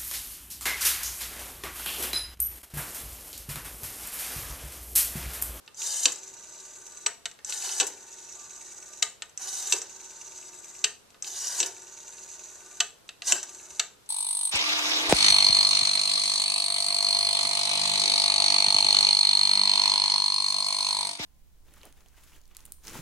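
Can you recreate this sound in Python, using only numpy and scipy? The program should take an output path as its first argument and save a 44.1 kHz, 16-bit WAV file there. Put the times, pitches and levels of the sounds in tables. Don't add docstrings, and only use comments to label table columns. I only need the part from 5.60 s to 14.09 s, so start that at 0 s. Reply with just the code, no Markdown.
import sys
import numpy as np
from scipy import signal
from scipy.fft import rfft, irfft, next_fast_len
from scipy.io import wavfile
from scipy.ndimage import uniform_filter1d, map_coordinates

SR = 44100
rng = np.random.default_rng(int(sys.argv[2]) if len(sys.argv) > 2 else 0)


def ratio_of_db(decibels):
    return 10 ** (np.asarray(decibels, float) / 20)


def master(y):
    cut = np.clip(np.atleast_2d(y).T, -1, 1)
    pcm = np.round(cut * 32767)
    wavfile.write(sys.argv[1], SR, pcm.astype(np.int16))


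N = 374409

# [t/s, treble peak level/dB, plate minus treble/dB,
# case minus treble/dB, contact time/ms]
HOMES = [
    (1.461, -12, -2.5, -14, 0.45),
    (3.423, -10.5, 2.5, -15.5, 0.66),
    (5.24, -11, 3.5, -17, 7.1),
    (7.202, -12, 5, -14.5, 0.71),
    (8.1945, -10.5, -0.5, -17, 0.84),
]
# [t/s, slip level/dB, click level/dB]
LIFTS = [
    (.521, -38.5, -21),
    (2.2678, -37, -21.5),
    (4.2174, -52, -19.5),
    (6.0612, -37.5, -18.5),
    (7.8295, -50, -19),
]
# [first tick t/s, whir level/dB, tick level/dB]
DIGITS = [
    (0.6328, 0, -55.5),
    (2.375, 0, -55),
    (4.2949, 0.5, -52.5),
    (6.1659, 0.5, -54.5),
    (7.8908, 1, -53.5),
]
# [f/Hz, width/Hz, level/dB]
CASE = [(368.4, 22.4, -1.5), (619, 22, -2), (904, 14, -27), (1180, 5.8, 4), (1452, 114, -10.5),
        (2210, 21, -28)]
# [f/Hz, width/Hz, level/dB]
PLATE = [(1970, 140, -31), (2702, 112, 9), (3010, 61, 8.5), (3840, 360, 8), (4514, 85, 11.5),
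         (4605, 194, 8)]
# [f/Hz, width/Hz, level/dB]
CLACK = [(412.5, 4.9, -5), (441, 35, -7.5), (685, 28, -5), (913, 45, -8.5), (1219, 25, -2.5),
         (1518, 120, -5), (1830, 133, -3.5), (2210, 66, -8.5)]
# [f/Hz, level/dB per Hz]
BODY_BED = [(160, -52), (280, -35), (347, -17.5), (558, -11.5), (924, -3.5), (1330, -17.5), (1510, -7),
            (2600, -15), (3380, -42.5), (5720, -120)]


def unit(x):
    return x / np.sqrt(np.mean(x ** 2) + 1e-20)


def along(points, hz, column=1):
    points = np.asarray(points)
    return np.interp(np.log(hz + 1), np.log(points[:, 0] + 1), points[:, column])


def filtered(x, response):
    n = x.shape[-1]
    m = next_fast_len(n + 4096)
    return irfft(rfft(x, m) * response(np.fft.rfftfreq(m, 1 / SR)), m)[..., :n]


def modes(table, widen=1):
    def response(f):
        total = 0
        for k, (centre, width, db) in enumerate(table):
            damping = 1j * f * width * widen
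            total = total + (-1) ** k * ratio_of_db(db) * damping / (centre * centre - f * f + damping)
        return total
    return response


def coloured(x, bed, table, bed_db, widen):
    sharp = unit(filtered(x, modes(table, widen)))
    broad = unit(filtered(x, lambda f: ratio_of_db(along(bed, f))))
    return unit(sharp + ratio_of_db(bed_db) * broad)


def wobble(rate):
    knots = rng.standard_normal(int(N * rate / SR) + 4)
    return map_coordinates(knots, [np.arange(N) * rate / SR])


def patchy(x, depth_db, bins, frames):
    z = signal.stft(x, nperseg=256)[2]
    field = uniform_filter1d(rng.standard_normal(z.shape), bins, 0)
    field = uniform_filter1d(field, frames, 1)
    return signal.istft(z * ratio_of_db(depth_db * unit(field)), nperseg=256)[1][:N]


def halves(x):
    low = filtered(x, lambda hz: 1 / (1 + (hz / 7000) ** 16))
    return unit(low), unit(x - low)


def blows(rows, plate, case, snap, rise, case_ms, damped=1):
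    # [f/Hz, width/Hz, level/dB]
    wheel = [(5600, 450, -4), (6250, 500, 0), (6800, 500, -3), (7600, 600, -1), (8300, 500, -8),
             (10500, 2000, -32)]
    out = np.zeros(N + SR)
    t = np.arange(SR // 10) / SR * 1000
    spike = 1. * (t == 0)
    rings = [filtered(spike, lambda f: modes(table, widen)(f) / (1 + 1j * f / 8000) ** 3)
             for table, widen in ((wheel, 1), (plate, damped), (case, damped))]
    for s, db, plate_db, case_db, ms in rows:
        chatter = ratio_of_db(3.5 * np.repeat(rng.standard_normal(len(t) // 32 + 1), 32)[:len(t)])
        lives = np.array([[ms], [ms], [ms + case_ms]])
        envelope = (t / lives) ** rise * np.exp(-t / lives)
        forces = unit(rng.standard_normal((3, len(t))) * chatter * envelope) / np.sqrt(len(t))
        sound = signal.fftconvolve(forces + snap * spike, rings, axes=1)
        sound *= ratio_of_db([[db], [db + plate_db], [db + case_db]]) / np.abs(sound).max(axis=1, keepdims=True)
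        out[round(s * SR):][:sound.shape[1]] += sound.sum(axis=0)
    return out[:N]


def room_hiss():
    # [f/Hz, level/dB per Hz]
    hiss_bed = [(12, -37), (20, -1), (97, 1), (336, -1), (455, 1.5), (537, 1.5), (652, -4), (1100, -2),
                (1200, -4), (1500, -3.5), (1920, -8), (3730, -7.5), (8080, -10.5), (13700, -15.5),
                (14800, -26)]
    noise = rng.standard_normal((2, N))
    return ratio_of_db(-59) * unit(filtered(noise, lambda hz: ratio_of_db(along(hiss_bed, hz))))


def room(x, near_db, near_t60):
    # [f/Hz, t60/s]
    decay = [(300, 0.63), (1500, 0.29), (4000, 0.31), (7000, 0.29), (12000, 0.3)]
    # [f/Hz, likeness 0-1]
    likeness = [(300, .9), (3500, .85), (5000, .4), (7000, .1), (12000, 0)]
    # [f/Hz, level/dB]
    wet_share = [(300, -0.5), (2000, -3), (5000, -6.5), (8000, 1.5), (12000, 0)]
    out, step = np.zeros((2, N + SR)), SR // 4
    for at in range(0, N, step):
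        hz, t, z = signal.stft(rng.standard_normal((2, SR // 2)), SR, nperseg=128)
        late = ratio_of_db(-60 * t / along(decay, hz)[:, None])
        near = ratio_of_db(near_db - 60 * t / near_t60)
        turn = np.arccos(np.clip(along(likeness, hz), -1, 1)) / 2
        spread = np.array([np.cos(turn), np.sin(turn)])[..., None]
        mid, side = signal.istft(z * (late + near) * spread, SR, nperseg=128)[1]
        tail = np.array([mid + side, mid - side])
        wet = signal.fftconvolve(x[None, at:at + step], tail / np.linalg.norm(tail[0]), axes=1)
        out[:, at + 90:at + 90 + wet.shape[1]] += wet
    return filtered(out[:, :N], lambda hz: ratio_of_db(along(wet_share, hz)))


def ports(pair):
    # [f/Hz, left minus right level/dB, right leads by/rad]
    low_range = [(200, 1, 0), (1000, -.3, 0), (3500, -.4, .1), (5500, -2, .6)]
    high_range = [(6700, -8.5, 0.3), (7000, 2.5, -1), (8000, 16, 0), (8920, 11, 2), (11200, 10, 0),
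                  (13400, 44, -22)]
    table = list(low_range) + list(high_range)

    def balance(hz):
        ratio = ratio_of_db(along(table, hz)) * np.exp(-1j * along(table, hz, column=2))
        return 2 * np.array([ratio, np.ones_like(hz)]) / (1 + ratio)
    return filtered(pair, balance)


def footfall():
    # [t/s, level/dB, f/Hz, length/s]
    step = (8.125, -62, 62, .022)
    s, db, hz, length = step
    t = np.arange(N) / SR - s
    push = np.sin(2 * np.pi * hz * t) + 0.61 * np.sin(2 * np.pi * 2.74 * hz * t)
    return ratio_of_db(db) * np.exp(-(t / length) ** 2) * push


def tick_times():
    pulses = [8, 10, 9, 10, 3]
    last_tick_s, slowing_s = .0893, .0004
    times = []
    for digit, home, n in zip(DIGITS, HOMES, pulses):
        bow = np.arange(n) * np.arange(n)[::-1]
        times.append(np.linspace(digit[0], home[0] - last_tick_s, n) - slowing_s / 2 * bow)
    return times


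def cam_angle():
    t, turns = np.arange(N) / SR, np.zeros(N)
    for s, lift in zip(tick_times(), LIFTS):
        course = np.polyfit(s, np.arange(-len(s), 0), 2)
        turns = np.where(t > lift[0], np.polyval(course, t), turns)
    return turns


def governor():
    # [cam turns to home, inner shoe level/dB, outer shoe level/dB]
    shoes = [(-9, -53, -55.5), (-12, -53, -58.5), (-8.5, -50, -54.5), (-3, -49, -53), (-6, -56, -52),
             (0.7, -50, -54)]
    spin_up_s, hum_db = 0.057, -60
    t, (turn, *shoes_db) = np.arange(N) / SR, np.transpose(shoes)
    running = 0
    for digit, lift, home in zip(DIGITS, LIFTS, HOMES):
        ramps = np.minimum((t - lift[0]) / spin_up_s, (home[0] + 0.0059 - t) / 0.012)
        running = running + ratio_of_db(digit[1]) * np.clip(ramps, 0, 1)
    turns = cam_angle()
    return running * ratio_of_db([np.interp(turns, turn, db) for db in shoes_db] + [np.full(N, hum_db)])


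def gear_hum():
    # [multiple of the governor turn], and their [level/dB]
    gear_orders = [18, 20, 22, 24]
    gear_db = [0, 6, -4.5, -4]
    # [f/Hz, level at home/dB, rise/dB per cam turn nearer home]
    panel_tones = [(600, -8, 0), (731, -11, 0), (879, -8, -.3), (917, -5, -.8), (1195, -1, 1),
                   (1485, -7, -.3)]
    body, turns, t = governor()[2], cam_angle(), np.arange(N) / SR

    def tone(db, cycles):
        level = ratio_of_db(db + 1.8 * wobble(10))
        return level * np.sin(2 * np.pi * cycles + .7 * wobble(13))
    orders = sum(tone(db, 2 * k * turns) for k, db in zip(gear_orders, gear_db))
    panels = sum(tone(db + slope_db * np.clip(turns, -10, 0), hz * t) for hz, db, slope_db in panel_tones)
    return ratio_of_db(-10.5) * body * (orders + ratio_of_db(5.0) * panels)


def tapping():
    # [t/s, treble peak level/dB, plate minus treble/dB, case minus treble/dB]
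    knocks = [(0.0775, -46.5, 13, 3), (.218, -24, -1, -46), (0.4822, -22.5, 2.5, -14),
              (1.6562, -18, 0, -12.5), (1.7136, -35, -5, -14), (1.7894, -48.5, 7, 4),
              (1.924, -25, 5.5, -14), (2.023, -20, -9, -40), (2.0917, -26.5, 0.5, -12),
              (2.229, -30, 8, -14), (3.6214, -24.5, 3, -9.5), (5.504, -44, -4.5, -22.5),
              (5.5446, -52.5, 7, 3), (5.6448, -30, 1.5, -32), (7.4906, -33, 8, -7), (7.6205, -30, 7, -8)]
    # [t/s, treble peak level/dB]
    clicks = [(.0623, -45), (.145, -36.5), (.152, -43), (.558, -26), (1.8471, -19), (1.8958, -20),
              (3.695, -40.5), (3.7755, -18.5), (4.1836, -22), (5.6238, -17), (5.8702, -19), (7.48, -44),
              (7.671, -16), (7.785, -27), (8.4607, -44)]
    # plate dB, case dB, contact ms
    rows = [(*row, 2) for row in knocks]
    rows += [(*row, -20, -30, 1.4) for row in clicks]
    rows += [(s, db, -16, -21.5, 3.1) for s, _, db in LIFTS]
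    return blows(rows, PLATE, CLACK, snap=1.5, rise=0.67, case_ms=4.9, damped=1.4)


def cam_ticks():
    # [f/Hz, width/Hz, level/dB]
    pulse_spring = [(2250, 170, -6), (2700, 150, 0), (3850, 400, -14)]
    grows_db, scatter_db = 0.1, 1.2
    ticks = []
    for digit, times in zip(DIGITS, tick_times()):
        for k, s in enumerate(times):
            db = digit[2] + grows_db * (k - len(times) / 2) + scatter_db * rng.standard_normal()
            ticks.append((s, db))
    snaps = [(s, db + 9, -1.5, -14, 3) for s, db in ticks]
    lands = [(s + .053, db - 4, -12, -10, 3.5) for s, db in ticks]
    snapping = blows(snaps, pulse_spring, CASE, snap=2.2, rise=0.24, case_ms=2.5)
    landing = blows(lands, pulse_spring, CLACK, snap=.3, rise=.6, case_ms=4)
    return snapping + landing


def returning():
    # [f/Hz, width/Hz, level/dB]
    whir = [(2705, 150, -14), (3220, 12, -15), (3834, 254, -9), (5050, 144, -3.5), (5900, 38, 2),
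            (6800, 38, -26.5), (6900, 85, -15), (7700, 159, 5), (10000, 78, -13.5), (10280, 66, -13),
            (11600, 60, -24)]
    # [f/Hz, level/dB per Hz]
    whir_bed = [(1290, -23), (2200, -16), (3330, -15.5), (5380, -18), (5740, 2), (6420, 8.5), (7960, -2),
                (8910, -27), (13800, -42.5), (14500, -43), (14800, -49.5)]
    # [share of the turn, level/dB]
    cam_drag = [(0, 3), (.07, 2), (.2, -3), (.3, -.8), (.57, 1.8), (.66, -3), (.9, -2.5)]
    inner, outer, body = governor()
    turns = cam_angle()
    swell = np.interp(turns, *np.transpose(cam_drag), period=1)
    teeth = np.exp(-(8 * turns % 1) / 0.35) + .6 * np.exp(-3 * (32 * turns % 1))
    grain = rng.standard_normal(N) * (1.6 + teeth * ratio_of_db(wobble(83)))
    rub = grain * ratio_of_db(swell + 3.4 * wobble(480))
    low, high = halves(coloured(patchy(rub, .5, 3, 12), whir_bed, whir, bed_db=1.5, widen=1.94))
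    throb = ratio_of_db(2.8 * np.cos(4 * np.pi * (turns - .15)))
    drone = coloured(rng.standard_normal(N) * throb, BODY_BED, CASE, bed_db=2.0, widen=0.8)
    return ratio_of_db(1.5) * inner * low + ratio_of_db(-1.0) * outer * high + ratio_of_db(-0.5) * body * drone


def hand():
    # [t/s, finger effort level/dB]
    winds = [
        [(0.16, -59), (0.174, -47), (0.196, -39.5), (0.244, -32), (0.412, -34), (0.432, -31.5), (0.44, -30)],
        [(1.87, -45.5), (1.902, -31), (1.916, -37), (1.924, -36), (1.942, -35), (2.03, -37), (2.04, -32),
         (2.104, -35), (2.19, -31.5)],
        [(3.8, -43), (3.814, -38), (3.992, -34), (4.058, -36), (4.07, -34), (4.115, -32.5)],
        [(5.65, -43.5), (5.682, -35.5), (5.696, -40.5), (5.874, -31.5), (5.888, -34.5), (5.99, -31.5)],
    ]
    # [t/s, finger effort level/dB]
    short_wind = [(7.64, -48), (7.676, -26.5), (7.712, -26.5)]
    # [rim level/dB, body level/dB]
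    grips = [(2.5, -1), (0.5, 1), (0.5, 0), (0, 0.5), (-2, 1)]
    stroke_db = [-3, -6, -15]
    # [t/s, level/dB]
    rests = [
        (.49, -44),
        (2.24, -41.5),
        (4.16, -38.5),
        (6.04, -42),
        (7.75, -36.5),
    ]
    # [level/dB, fall/dB per s]
    rattle = [(-1, 122), (-1.5, 400), (-4.5, 233)]
    slip = [(-7, 220), (5.5, 1100), (-9, 200)]
    t, out = np.arange(N) / SR, np.zeros((3, N))
    for rows, grip_db in zip(list(winds) + [short_wind], grips):
        s, effort_db = np.transpose(rows)
        fade = np.clip(np.minimum(t - s[0] + .02, s[-1] + .025 - t) / .015, 0, 1)
        tight = np.c_[[-1, 1.5, 2]] * np.exp(np.minimum(t - s[-1], 0) / .03)
        level = np.interp(t, s, effort_db) + np.c_[stroke_db] + np.c_[[0, *grip_db]]
        out += fade * ratio_of_db(level + tight)
    for rows, rise, parts in ((rests, .02, rattle), (LIFTS, .004, slip)):
        over_db, fall = np.transpose(parts)[..., None]
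        for s, db, *_ in rows:
            onset = np.clip((t - s) / rise + 1, 0, 1)
            out = np.hypot(out, onset * ratio_of_db(db + over_db - fall * np.maximum(t - s, 0)))
    return out


def winding():
    # [f/Hz, width/Hz, level/dB]
    scrape = [(2550, 48, -0.5), (3320, 140, 3), (3710, 70, 0.5), (4950, 164, 20.5), (6235, 39, 11),
              (5770, 63, -10), (6650, 68, -29.5), (7460, 37, -8.5), (7760, 22, -22), (9350, 360, 2.5),
              (10200, 52, -0.5), (10450, 84, 0)]
    # [f/Hz, level/dB per Hz]
    scrape_bed = [(1290, -72), (2200, -43), (2980, -5.5), (3250, -12.5), (3820, -4.5), (5380, -10.5),
                  (5740, 2), (6370, 1), (13800, -40.5), (14500, -28.5), (14800, -71.5)]
    clutch, rim, body = hand()
    grit = rng.standard_normal(N) * ratio_of_db(1.6 * wobble(350) + 1.25 * wobble(60))
    low, high = halves(coloured(patchy(grit, 2, 3, 11), scrape_bed, scrape, bed_db=5.5, widen=1.04))
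    rumble = rng.standard_normal(N) * ratio_of_db(2 * wobble(40))
    drone = coloured(rumble, BODY_BED, CASE, bed_db=8.0, widen=1.66)
    return clutch * low + rim * high + body * drone


def homing():
    brush = [(s, db - 0.5, -4, case_db, .9) for s, db, _, case_db, _ in HOMES]
    strike = [(s + .0036, *blow) for s, *blow in HOMES]
    brushing = blows(brush, PLATE, CLACK, snap=0.097, rise=1.9, case_ms=0.39, damped=1.56)
    striking = blows(strike, PLATE, CLACK, snap=1.5, rise=0.28, case_ms=20.2, damped=1.4)
    return brushing + striking


def stopping():
    # [t/s, treble peak level/dB, plate minus treble/dB, case minus treble/dB, contact time/ms]
    stops = [
        (0.4558, -4.5, -1, -21.5, 2.2),
        (2.2001, -9, -4, -21.5, 6.5),
        (2.2089, -9.5, -7.5, -16, 5.4),
        (4.124, -6, -3, -26.5, 1.5),
        (4.1334, -11.5, -9, -19.5, 3.5),
        (6.002, -8.5, -10, -25.5, 7.6),
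        (6.029, -17, 0, -19, 4.9),
        (7.7221, -1, -9.5, -27, 1.2),
    ]
    # [f/Hz, width/Hz, level/dB]
    thud = [(345, 60, 0), (415, 50, 2), (520, 90, -4), (820, 80, -6), (945, 60, -4), (1090, 60, -6),
            (1500, 120, -5), (1800, 110, -9)]
    return blows(stops, PLATE, thud, snap=.7, rise=0.19, case_ms=12.3, damped=1.18)


def scene():
    dial = stopping() + homing() + tapping() + ratio_of_db(-2.0) * (winding() + returning()) + cam_ticks()
    dial = filtered(dial, lambda hz: (1j * hz / (1j * hz + 180)) ** 4)
    wet = room(dial, near_db=14, near_t60=0.019)
    return ports(dial + wet + gear_hum() + footfall()) + room_hiss()


def band_limit(x):
    return signal.sosfilt(signal.butter(12, 15000, fs=SR, output="sos"), x)


def record(dry):
    rounded = dry / (1 + np.abs(dry / .88) ** 4) ** (1 / 4)
    mix = filtered(rounded, lambda hz: 1 / (1 + (hz / 14300) ** 90))
    return band_limit(mix)


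dry = scene()
out = record(dry)
master(out)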